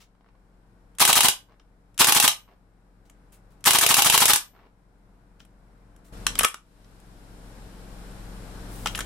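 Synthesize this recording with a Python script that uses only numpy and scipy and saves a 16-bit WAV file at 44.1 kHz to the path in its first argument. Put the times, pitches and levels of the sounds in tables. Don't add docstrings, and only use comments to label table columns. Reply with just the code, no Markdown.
import sys
import numpy as np
from scipy import signal
from scipy.fft import rfft, irfft, next_fast_len
from scipy.io import wavfile
from scipy.ndimage import uniform_filter1d

SR = 44100
rng = np.random.default_rng(int(sys.argv[2]) if len(sys.argv) > 2 else 0)


def wrap_up_sound(samples):
    columns = np.atleast_2d(samples).T
    tamed = np.clip(columns, -1, 1)
    steps = np.round(tamed * 32767).astype(np.int16)
    wavfile.write(sys.argv[1], SR, steps)


N = 399105

# [first slam t/s, rounds, cycle/s]
BURSTS = [(1.0506, 4, .0777), (2.0438, 4, .0779), (3.7068, 9, .0783)]
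# [f/Hz, relative level/dB, t60/s]
BODY_MODES = [(358, 8.5, 0.1), (592, -1.5, 0.5), (685, 4, 0.27), (810, 5.5, 0.033), (890, 4, 0.03),
              (964, 0.5, 0.069), (1210, 2.5, .05), (1565, -1.5, 0.23), (1886, -5, 0.1), (2480, -3, 0.072),
              (2970, -10, .045), (3020, -10.5, 0.03), (3366, -3.5, 0.021), (7360, -6, 0.13),
              (8840, -0.5, 0.054)]
# [f/Hz, relative level/dB, t60/s]
SPRING_MODES = [(12050, -11, .4), (13300, 6, .38), (14790, 8, .16)]
# [f/Hz, relative level/dB, t60/s]
RECEIVER_MODES = [(1150, 3, .08), (1270, 3.5, 0.061), (1390, 2.5, 0.12), (1790, 5, 0.05), (3130, 2, .06),
                  (3080, -2, 0.031), (5900, -5.5, .06), (7700, -6.5, .08), (10900, 0.5, .1)]

# [f/Hz, relative density/dB]
SLAM_COLOUR = [(150, -43), (250, -10.5), (1020, -6), (1980, -5), (2810, 2), (5350, -4), (6360, -2),
               (7060, -3), (9660, -1.5), (10400, -2.5), (11100, -2), (14700, -8), (16000, -19)]
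HAMMER_COLOUR = [(150, -45), (250, -13.5), (816, -9.5), (1400, -2), (2280, -6), (2960, -7.5), (5070, -6),
                 (5730, -5), (9010, -3), (9830, -2), (13200, -7), (16000, -17)]
GAS_COLOUR = [(130, -38), (220, -13), (530, -13.5), (745, -3), (1170, 0.5), (1470, -4), (1760, -4.5),
              (2070, -5), (3180, -0.5), (3880, -2.5), (4320, -3), (6640, -9), (9180, -6), (14400, -9),
              (16000, -24)]
TARGET_COLOUR = [(150, -16.5), (500, -9.5), (900, -3), (1300, -9.5), (2200, -13.5), (8000, -18),
                 (16000, -25.5)]
# [f/Hz, relative density/dB]
PELLET_COLOUR = [(150, -8), (400, -2), (1000, 0), (2600, -13), (5500, -25), (9000, -47), (16000, -42)]
CLICK_COLOUR = [(100, -16.5), (300, -10.5), (500, -3), (800, -5.5), (1300, 5), (2000, -2.5), (3200, 0.5),
                (4500, -9), (5600, -3.5), (8000, -1), (11000, -2), (16000, -19.5)]
SLIDE_COLOUR = [(250, -33), (500, -17.5), (750, -20), (1050, -5.5), (1260, 10), (1500, -3), (1900, -2),
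                (2600, -13.5), (8000, -26.5)]
RUB_COLOUR = [(100, -6), (400, 3.5), (900, 2.5), (3000, -2.5), (8000, -5), (16000, -13.5)]
# [f/Hz, relative density/dB]
ROOM_COLOUR = [(60, -12.5), (250, -5), (600, -4.5), (1200, -4.5), (3000, -1.5), (8000, -1), (16000, 9.5)]
AIR_COLOUR = [(15, -29), (25, -3), (53, -7.5), (74, -11.5), (108, -7), (145, -14), (180, -13.5), (416, -19),
              (840, -20.5), (2760, -33.5), (5430, -36), (6210, -39), (8360, -37.5), (12200, -40.5),
              (14500, -49), (16000, -60.5)]

# [f/Hz, side minus mid/dB]
BLOW_WIDTH = [(100, -2.5), (700, -12), (1500, -9), (4000, -2), (14000, -2.5)]
HAND_WIDTH = [(500, -12.5), (2000, -7.5), (10000, -3)]
ROOM_WIDTH = [(200, .5), (900, -8), (2500, 1.5), (10000, 2.5)]
AIR_WIDTH = [(40, -7.5), (100, -6.5), (300, -11), (1000, -1), (8000, .5)]

# [lead before first slam/s, relative level/dB]
TRIGGER_PULL = [(0.1, -48), (.0655, -17), (.054, -9)]
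# [t/s, relative level/dB, treble/dB]
SMALL_CLICKS = [(1.5975, -39.5, -21), (3.098, -38, -1), (3.322, -50, 9), (5.4034, -32, -27),
                (5.4508, -47.5, 3), (5.9632, -45.5, 1), (6.845, -41, -22), (7.001, -47.5, 5.5)]
# [t/s, relative level/dB, knock/dB, treble/dB]
COCKING = [(6.2666, 1, -8, -4.5), (6.354, -13.5, -5, -8.5), (6.389, -18, -4.5, 22.5),
           (6.3932, -1.5, -6, -4.5), (6.409, -9.5, 7.5, -11), (6.4327, -8.5, 1, 4.5),
           (6.4372, -12, 7.5, -3.5), (6.446, 1.5, -3, -13), (6.449, -10.5, 7.5, 9.5),
           (6.463, -25.5, -2, -1.5), (6.484, -33, -21, 15), (6.543, -18.5, -1, -5)]
# [t/s, relative level/dB, knock/dB, treble/dB]
MAGAZINE = [(8.8591, -7, 4.5, -11.5), (8.871, -8.5, -10, -11), (8.949, -9.5, -10, -31),
            (8.9546, -19.5, -3, 1.5), (8.9764, -18, 4, -3), (8.99, -18.5, 6.5, 3), (9.006, -13.5, -1, -6.5)]
# [t/s, length/s, relative level/dB, treble/dB]
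RUBS = [(0.0, 0.059, -52, -4), (3.05, 0.057, -67, 2), (3.322, 0.059, -59, 8), (3.502, .06, -69.5, 4.5),
        (5.393, .05, -57.5, -3), (6.042, .08, -63, 6), (6.376, 0.044, -35, -5), (8.683, 0.52, -54.5, 10)]

# [f/Hz, t60/s]
ROOM_T60 = [(200, 0.14), (1000, .23), (3000, 0.21), (8000, 0.18), (15000, 0.036)]
# [multiple of shaft rate, relative rms level/dB]
HUM = [(1, -56.5), (2, -45), (3, -65.5), (5, -56.5), (6, -62), (8, -54.5), (9, -58), (11, -63.5),
       (13, -60.5), (16, -72.5), (21, -64)]
# [f/Hz, width/Hz, level/dB]
AIR_HUMPS = [(1520, 330, 3), (3970, 400, 1.5), (5380, 430, 1.5), (7300, 240, 4.5), (8450, 230, 5),
             (9600, 350, 5), (12300, 700, 2.5)]
# [f/Hz, level/dB]
AIR_TONE = [(30, -2), (70, -2.5), (110, .5), (180, .5), (300, 1), (12000, .5), (15000, 0)]
HISS_TILT = [(800, -30.5), (3000, 2)]

VALVE_LEAD_S, GAS_LEAD_S, RECOIL_LEAD_S = .048, .039, .0352
STOP_LEAD_S, TARGET_LEAD_S = .028, .0175
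HAMMER_LEAD_S, HAMMER_DELAY_S, DRY_FIRE_S = .0495, .0255, 4.358
FRESH_GAS_DB, BUILD_DB, SCATTER_DB = 3.5, .19, .55
THUMP_SKEW_RAD = .73
PELLET_FALL_S, PELLET_SPREAD_S = .2, .015
BRIGHTER_FROM_S, BOLT_HOME_S = 6.125, 6.446
DUCK_DB, DUCK_HOLD_S = -17.5, .18
EARLY_CLIMB_PER_S, LATE_CLIMB_PER_S = .11, .67
EARLY_HISS_DB, LATE_HISS_DB = -4, 1.16
SHAFT_HZ, TOP_HZ = 22.2, 15900


def slams():
    return [first + cycle_s * np.arange(rounds) for first, rounds, cycle_s in BURSTS]


def action(hammer_db=-15.5, first_hammer_db=-17, valve_db=-19.5, gas_db=-16.5, stop_db=-19.5, slam_db=-10):
    shut = np.concatenate(slams())
    number = np.concatenate([np.arange(len(burst)) for burst in slams()])
    first = number == 0

    after_slam = np.roll(shut, 1) + HAMMER_DELAY_S
    fall = np.append(np.where(first, shut - HAMMER_LEAD_S, after_slam), DRY_FIRE_S)
    fall_db = np.append(np.where(first, first_hammer_db, hammer_db), hammer_db)

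    scatter_db = SCATTER_DB * rng.standard_normal((2, len(shut)))
    shut_db, pressure_db = BUILD_DB * number + scatter_db
    pressure_db = pressure_db + FRESH_GAS_DB * first

    hammer = blows(fall, fall_db, HAMMER_COLOUR,
                   rise_s=.0006, hold_s=.003, t60_s=.03, alike=.3, grain_db=1.5)
    valve = blows(shut - VALVE_LEAD_S, pressure_db + valve_db, HAMMER_COLOUR,
                  rise_s=.002, hold_s=.012, t60_s=.03, alike=.2, grain_db=2)
    gas = blows(shut - GAS_LEAD_S, pressure_db + gas_db, GAS_COLOUR,
                rise_s=.004, hold_s=.014, t60_s=.032, alike=.15, grain_db=1.5)
    stop = blows(shut - STOP_LEAD_S, pressure_db + stop_db, HAMMER_COLOUR,
                 rise_s=.0005, hold_s=.003, t60_s=.025, alike=.3, grain_db=2)
    slam = blows(shut, shut_db + slam_db, SLAM_COLOUR,
                 rise_s=.0004, hold_s=.0028, t60_s=.022, alike=.45, grain_db=1)
    return hammer + valve + gas + stop + slam


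def blows(times, dbs, colour, rise_s, hold_s, t60_s, alike, grain_db):
    t, track = clock(.08), np.zeros((2, N))
    envelope = np.minimum(t / rise_s, 1) * fade(np.maximum(t - hold_s, 0), t60_s)
    own = stereo_noise(len(t), BLOW_WIDTH)
    for s, db in zip(times, dbs):
        grain = grains(t, grain_db, knots=100)
        grain /= np.sqrt(np.mean(grain ** 2))
        chatter = np.sqrt(alike) * own + np.sqrt(1 - alike) * stereo_noise(len(t), BLOW_WIDTH)
        add(track, s, undb(db) * envelope * chatter * grain)
    return through(track, response(colour))


def recoil(thump_db=-5, boom_db=-30, boom_hz=372, boom_t60_s=.28):
    shut = np.concatenate(slams())
    kick = thumps(shut - RECOIL_LEAD_S, db=-20, hz=190, width_s=.0028)
    sway = thumps(shut - .043, db=-34, hz=140, width_s=.005)
    landing = thumps(shut + .003, db=-25, hz=115, width_s=.003)
    t, boom = clock(.25), np.zeros((2, N))
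    ring = undb(boom_db) * np.sin(2 * np.pi * boom_hz * t) * fade(t, boom_t60_s)
    for burst in slams():
        add(boom, burst[0] - GAS_LEAD_S, ring[None])
    return undb(thump_db) * (kick + sway + landing) + boom


def thumps(times, db, hz, width_s):
    t, track = clock(.04) - .02, np.zeros((2, N))
    window = np.exp(-(t / width_s) ** 2)
    for s in times:
        chance, skew = rng.standard_normal(2)
        phase = THUMP_SKEW_RAD * skew * np.array([[1], [-1]])
        swing = np.sin(2 * np.pi * hz * t + phase) * window
        add(track, s + t[0], undb(db + 2 * chance) * swing)
    return track


def target(pop_db=-21):
    hits = np.concatenate(slams()) - TARGET_LEAD_S
    return blows(hits, np.full(len(hits), pop_db), TARGET_COLOUR,
                 rise_s=.0005, hold_s=.002, t60_s=.022, alike=.5, grain_db=2)


def body(x, modes, ring_db):
    t = clock(.6)
    ring = np.zeros((2, len(t)))
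    for hz, db, t60_s in modes:
        decay_per_s = np.log(1000) / t60_s
        phase = .5 * rng.standard_normal((2, 1))
        level = undb(db + ring_db) * 2 * decay_per_s / SR
        ring += level * np.exp(-decay_per_s * t) * np.cos(2 * np.pi * hz * t + phase)
    return x + through(x, ring)


def spent_pellets(tick_db=-57, early_db=-1, scatter_db=3):
    times = []
    for burst in slams():
        bounces = 3 * len(burst)
        order = np.arange(bounces) + rng.uniform(size=bounces)
        times.append(burst[-1] + PELLET_FALL_S + PELLET_SPREAD_S * order / 3)
    times = np.concatenate(times)
    early = rng.uniform(.14, .36, size=9)
    dbs = tick_db + np.append(np.zeros(len(times)), np.full(len(early), early_db))
    dbs = dbs + scatter_db * rng.standard_normal(len(dbs))
    return blows(np.append(times, early), dbs, PELLET_COLOUR,
                 rise_s=.0012, hold_s=.00085, t60_s=.025, alike=.25, grain_db=1.5)


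def handling(click_db=-10):
    clicks = through(undb(click_db) * (trigger() + worked_parts()), response(CLICK_COLOUR))
    return body(clicks + bolt_slide(), RECEIVER_MODES, ring_db=-8.5) + rubbing()


def trigger(knock_db=-10, treble_db=0):
    rows = [(burst[0] - lead_s, db, knock_db, treble_db)
            for burst in slams() for lead_s, db in TRIGGER_PULL]
    return contacts(rows, t60_s=.03)


def worked_parts(small_knock_db=-1):
    rows = [(s, db, small_knock_db, treble_db) for s, db, treble_db in SMALL_CLICKS]
    small = contacts(rows, t60_s=.023)
    cocking = contacts(COCKING, t60_s=.015, hold_s=.0016)
    magazine = contacts(MAGAZINE, t60_s=.036)
    return small + cocking + magazine


def contacts(rows, t60_s, hold_s=.00038):
    t, track = clock(.25), np.zeros((2, N))
    envelope = fade(np.maximum(t - hold_s, 0), t60_s)
    for s, db, knock_db, treble_db in rows:
        contact = stereo_noise(len(t), HAND_WIDTH) * envelope
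        add(track, s, undb(db) * tint(contact, knock_db, treble_db))
    return track


def bolt_slide(slide_db=-22):
    dbs = slide_db + np.array([-8, -1, 0])
    return blows([6.413, 6.435, 6.445], dbs, SLIDE_COLOUR,
                 rise_s=.002, hold_s=.007, t60_s=.04, alike=0, grain_db=1.5)


def rubbing(attack_share=.11, knock_db=-6.5, grain_db=1.5):
    t, rubs = clock(.4), np.zeros((2, N))
    for s, length_s, db, treble_db in RUBS:
        swell = np.minimum(t / (attack_share * length_s), 1) * np.exp(-2 * (t / length_s) ** 2)
        rub = stereo_noise(len(t), HAND_WIDTH) * swell * grains(t, grain_db, knots=128)
        add(rubs, s, undb(db) * tint(rub, knock_db, treble_db))
    return through(rubs, response(RUB_COLOUR))


def tint(x, knock_db, treble_db):
    tone = [(1300, knock_db), (2600, 0), (5500, 0), (9000, treble_db)]
    return through(x, response(tone)) * np.sqrt(np.mean(gains(tone, size=1024) ** 2))


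def room(x, gap_s=.0043):
    t = clock(.4)
    noise = stereo_noise(len(t), ROOM_WIDTH)
    hz, t60_s = np.transpose(ROOM_T60)
    log_bins = np.log(np.arange(len(t) // 2 + 1) * SR / len(t) + 1)
    tail = np.zeros((2, len(t)))
    for share, band_t60_s in zip(np.eye(len(hz)), t60_s):
        band = irfft(rfft(noise) * np.interp(log_bins, np.log(hz), share), len(t))
        tail += band * fade(t, band_t60_s)
    tail *= t > gap_s
    return through(x, shape(tail / np.linalg.norm(tail[0]), ROOM_COLOUR))


def background(air_db=-47, hum_db=0, left_db=1.5):
    swell_db, hiss_db = ducking()
    air = through(stereo_noise(N, AIR_WIDTH), response(AIR_COLOUR, size=8192))
    grid_hz = np.linspace(20, SR / 2, num=400)
    humps_db = sum(db * np.exp(-(2 * (grid_hz - hz) / width_hz) ** 2) for hz, width_hz, db in AIR_HUMPS)
    air = shape(air, np.column_stack([grid_hz, humps_db]))
    air = shape(air, AIR_TONE)
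    hiss = shape(air, HISS_TILT)
    air = air + (undb(hiss_db) - 1) * hiss
    air = air * undb(air_db + .5 * wander(rate_hz=7))

    turn = 2 * np.pi * np.cumsum(SHAFT_HZ + .024 * wander(rate_hz=3.9)) / SR
    hum = np.zeros(N)
    for order, db in HUM:
        level = np.sqrt(2) * undb(db + .36 * wander(rate_hz=11))
        hum += level * np.cos(round(order) * turn + rng.uniform(0, 2 * np.pi))
    return (air + undb(hum_db) * hum) * undb(swell_db) * lean(left_db)


def ducking():
    t = np.arange(N) / SR
    ducks = np.array([0] + [burst[-1] for burst in slams()] + [BOLT_HOME_S])
    since = t - ducks[np.searchsorted(ducks, t, side="right") - 1]
    early = t < BRIGHTER_FROM_S
    climb = np.where(early, EARLY_CLIMB_PER_S, LATE_CLIMB_PER_S)
    gain = undb(DUCK_DB) + climb * np.maximum(since - DUCK_HOLD_S, 0)
    gain = uniform_filter1d(gain, size=1000)
    return 20 * np.log10(gain), np.where(early, EARLY_HISS_DB, LATE_HISS_DB)


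def wander(rate_hz):
    knots = rng.standard_normal(int(N / SR * rate_hz) + 2)
    return np.interp(np.arange(N) / SR * rate_hz, np.arange(len(knots)), knots)


def undb(db):
    return 10 ** (np.asarray(db) / 20)


def lean(left_db):
    return undb(np.array([[left_db], [-left_db]]))


def clock(seconds):
    return np.arange(int(seconds * SR)) / SR


def fade(t, t60_s):
    return np.exp(-np.log(1000) * t / t60_s)


def grains(t, grain_db, knots):
    return undb(grain_db * np.interp(t, np.linspace(0, t[-1], num=knots), rng.standard_normal(knots)))


def stereo_noise(size, width):
    mid, side = rng.standard_normal((2, size))
    ratio = gains(width, size)
    spectrum = rfft(mid) + np.array([[1], [-1]]) * ratio * rfft(side)
    return irfft(spectrum / np.sqrt(1 + ratio ** 2), size)


def gains(points, size):
    hz, db = np.transpose(points)
    bins_hz = np.arange(size // 2 + 1) * SR / size
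    return undb(np.interp(np.log(bins_hz + 1), np.log(hz), db))


def shape(x, points):
    size = next_fast_len(x.shape[-1])
    return irfft(rfft(x, size) * gains(points, size), size)[..., :x.shape[-1]]


def response(points, size=1024):
    cepstrum = irfft(np.log(gains(points, size)))
    cepstrum[1:size // 2] *= 2
    cepstrum[size // 2 + 1:] = 0
    h = irfft(np.exp(rfft(cepstrum)))
    return h / np.linalg.norm(h)


def through(x, h):
    return signal.oaconvolve(x, np.atleast_2d(h), axes=1)[:, :x.shape[1]]


def add(track, s, sound):
    i = max(int(s * SR), 0)
    track[:, i:i + sound.shape[1]] += sound[:, :max(N - i, 0)]


def scene(shot_wet_db=-5, hand_wet_db=-9, shot_left_db=.4, hand_left_db=1):
    ringing = body(action(), BODY_MODES + SPRING_MODES, ring_db=-5.5)
    shots = (ringing + recoil() + target()) * lean(shot_left_db)
    pellets = spent_pellets()
    hands = handling() * lean(hand_left_db)
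    wet = room(undb(shot_wet_db) * (shots + pellets) + undb(hand_wet_db) * hands)
    return shots + pellets + hands + wet + background()


def record(dry, drive=.98):
    rounded = np.tanh(drive * dry) / drive
    low_pass = signal.ellip(10, .2, 70, TOP_HZ, fs=SR, output="sos")
    return signal.sosfilt(low_pass, rounded)


dry = scene()
out = record(dry)
wrap_up_sound(out)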